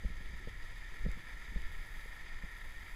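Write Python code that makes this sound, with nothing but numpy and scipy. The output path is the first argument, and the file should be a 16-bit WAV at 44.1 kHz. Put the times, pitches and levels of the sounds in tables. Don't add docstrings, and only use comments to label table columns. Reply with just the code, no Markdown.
import sys
import numpy as np
from scipy import signal
from scipy.fft import rfft, irfft
from scipy.io import wavfile

SR = 44100
rng = np.random.default_rng(int(sys.argv[2]) if len(sys.argv) > 2 else 0)


def digitize_waveform(pressure):
    field = np.atleast_2d(pressure).T
    bounded = np.clip(field, -1, 1)
    quanta = np.round(bounded * 32767).astype(np.int16)
    wavfile.write(sys.argv[1], SR, quanta)


def undo_db(level):
    steps = np.asarray(level, float) / 20
    return 10 ** steps


N = 130095


def in_time(rows):
    return np.interp(np.arange(N) / SR, *np.transpose(rows))


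def rms_one(x):
    return x / np.sqrt(np.mean(x ** 2) + 1e-20)


def colour(x, points):
    hz, db = np.transpose(points)
    bin_hz = np.maximum(np.arange(N // 2 + 1) * SR / N, 1)
    gain_db = np.interp(np.log(bin_hz), np.log(hz), db)
    return irfft(rfft(x) * undo_db(gain_db), N)


def wander(rows):
    settle = SR // 2
    out = 0
    for rate_hz, spread in rows:
        pole = np.exp(-2 * np.pi * rate_hz / SR)
        noise = rng.standard_normal(N + settle)
        slow = signal.lfilter([1], [1, -2 * pole, pole * pole], noise)[settle:]
        out = out + spread * rms_one(slow - slow.mean())
    return out


def split(x, hz):
    low = signal.sosfiltfilt(signal.butter(2, hz, fs=SR, output="sos"), x)
    return low, x - low


def random_clicks(per_s, floor_db, spread_db):
    level_db = floor_db + spread_db * np.minimum(rng.exponential(1, N), 3)
    return (rng.random(N) < per_s / SR) * undo_db(level_db)


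def ring(clicks, hz, db, t60_s):
    radius = undo_db(-60 / (t60_s * SR))
    angle = 2 * np.pi * hz / SR
    poles = [1, -2 * radius * np.cos(angle), radius * radius]
    return undo_db(db) * signal.lfilter([0, np.sin(angle)], poles, clicks + 1e-18)


def flare():
    # time_s, level_db
    roar_level = [(0, -58), (.3, -57), (.7, -55.5), (.9, -55.5), (1.2, -55), (1.6, -55), (2.0, -54.5),
                  (2.5, -54.5), (2.95, -55)]
    # time_s, level_db
    middle_level = [(0, -64.5), (.5, -63.5), (1.0, -63), (1.5, -63), (2.0, -63.5), (2.5, -63.5),
                    (2.95, -64)]
    # time_s, level_db
    top_level = [(0, -77.5), (.5, -77), (1.0, -76.5), (1.5, -74.5), (2.0, -70), (2.3, -79), (2.6, -72),
                 (2.95, -72.5)]
    # frequency_hz, level_db
    housing = [(150, -23), (250, -18), (400, -17), (700, -17), (800, -16.5), (950, -11), (1170, -18),
               (1340, -6), (1560, -18.5), (1700, -3), (1870, 2), (2000, -5.5), (2150, -4), (2400, -10),
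               (2650, -19), (2900, -19), (3400, -14.5), (3800, -16), (4080, -27.5), (4250, -23),
               (4420, -25), (4800, -17), (5200, -24.5), (5750, -32), (5950, -25), (6550, -24.5),
               (6900, -28.5), (7200, -26.5), (7700, -27.5), (8050, -33), (8950, -31.5), (9400, -36.5),
               (9900, -33), (10250, -27), (10900, -28.5), (11500, -36), (12050, -31.5), (12350, -36.5),
               (12900, -30), (13500, -34), (14200, -34.5), (14750, -42), (15150, -37.5), (15300, -42)]
    # rate_hz, spread_db
    flutter = [(10, .35), (35, .8), (150, .8)]
    # upper_edge_hz, share of the common flutter, share of its own flutter, crackle_db
    jet_bands = [(1500, 0.9, 0.5, -16), (2600, 0.17, 1.96, -34), (5600, 0.19, 1.36, 4),
                 (9400, 0.85, 0.53, -3), (20500, 0.97, 1.1, 3)]
    # start_s, level_db
    clear_spits = [(0.17, 11), (.494, 8), (1.116, 16), (1.339, 9), (1.589, -2), (1.619, 13.5), (1.754, -4),
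                   (1.86, -4)]
    middle_from_hz, top_from_hz = 2700, 9400
    spit_decay_s = 0.00057

    common_db = wander(flutter)
    starts = random_clicks(per_s=90, floor_db=-12, spread_db=5)
    start_s, spit_db = np.transpose(clear_spits)
    starts[(start_s * SR).astype(int)] = undo_db(spit_db)
    spits = signal.lfilter([1], [1, -np.exp(-1 / (spit_decay_s * SR))], starts)

    rest = rng.standard_normal(N)
    jet = 0
    for edge_hz, common, own, crackle_db in jet_bands:
        band, rest = split(rest, edge_hz)
        flutter_db = common * common_db + own * wander(flutter)
        jet = jet + band * undo_db(flutter_db) * (1 + undo_db(crackle_db) * spits)

    lower, top = split(colour(jet, housing), top_from_hz)
    roar, middle = split(lower, middle_from_hz)
    out = undo_db(in_time(roar_level)) * rms_one(roar)
    out = out + undo_db(in_time(middle_level)) * rms_one(middle)
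    return out + undo_db(in_time(top_level)) * rms_one(top)


def rumble():
    # time_s, level_db
    shake = [(0.0, -40.5), (0.19, -38), (0.75, -44.5), (0.85, -44.5), (1.0, -40), (1.12, -37),
             (1.29, -44.5), (1.53, -40), (1.67, -41.5), (2.23, -47), (2.36, -44.5), (2.45, -45.5),
             (2.95, -43)]
    # frequency_hz, level_db
    spectrum = [(1.8, -29), (3.0, 2), (24, 2.5), (75, -15), (97, -20), (124, -23.5), (282, -35), (368, -33),
                (440, -42.5), (502, -38.5), (600, -46), (780, -70), (1320, -120)]
    # rate_hz, spread_db
    lumps = [(6, .7), (25, 1.3)]
    lumpy = rng.standard_normal(N) * undo_db(wander(lumps))
    return undo_db(in_time(shake)) * rms_one(colour(lumpy, spectrum))


def bumps():
    # start_s, ring_db, upper_db, push_db, direction (sign)
    blows = [(.037, -41.5, -48, -30, 1), (0.0467, -30, -42, -42, 1), (0.051, -50, -69, -18.5, -1),
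             (.086, -47, -54, -44, 1), (0.103, -40, -51, -28, 1), (0.205, -42, -55, -54, 1),
             (.334, -42, -67, -28, 1), (0.4726, -38, -37, -35, -1), (.481, -42, -43.5, -42, -1),
             (1.052, -36.5, -41, -26, -1), (1.0619, -23.5, -33, -24, -1), (1.0845, -32.5, -41.5, -20, 1),
             (1.172, -40, -50, -45, 1), (1.332, -50.5, -64, -31, 1), (1.5593, -31.5, -41.5, -23, -1),
             (1.576, -60, -48, -52, -1), (1.958, -49, -54, -55, 1), (2.058, -51, -45.5, -55, 1),
             (2.436, -36, -48, -27.5, 1)]
    # frequency_hz, gain_db, t60_s
    push_mode = (47.7, 0, 0.066)
    ring_mode = (173.3, 0, 0.043)
    upper_modes = [(452, -0.5, 0.017), (515.5, -6.5, 0.017), (236, -3.5, 0.024)]
    contact_hz = 630
    touch_upper_db = -14

    start_s, ring_db, upper_db, push_db, direction = np.transpose(blows)
    touches = random_clicks(per_s=30, floor_db=-60, spread_db=2) * rng.choice([-1, 1], N)
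    driven = [(ring_mode, ring_db, 0), (push_mode, push_db, 0)]
    driven += [(mode, upper_db, touch_upper_db) for mode in upper_modes]
    out = np.zeros(N)
    for mode, blow_db, touch_db in driven:
        clicks = touches * undo_db(touch_db)
        clicks[(start_s * SR).astype(int)] = np.sign(direction) * undo_db(blow_db)
        soft = np.exp(-3 * np.pi * mode[0] / SR)
        out += ring(signal.lfilter([1 - soft], [1, -soft], clicks), *mode)
    return signal.sosfilt(signal.butter(4, contact_hz, fs=SR, output="sos"), out)


def whine():
    # pitch_hz, level_db (rms)
    tones = [(10643, -86), (10691, -85), (12005, -100), (13189, -95)]
    out = 0
    for pitch_hz, level_db in tones:
        wavering_hz = pitch_hz + wander([(5.5, 2)])
        phase = 2 * np.pi * np.cumsum(wavering_hz) / SR
        out = out + np.sqrt(2) * undo_db(level_db) * np.sin(phase)
    return out


def scene():
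    return (flare() + rumble() + bumps() + whine())[None]


def low_pass(x):
    return signal.sosfilt(signal.butter(12, 15290, fs=SR, output="sos"), x)


def record(dry):
    return low_pass(dry)


dry = scene()
out = record(dry)
digitize_waveform(out)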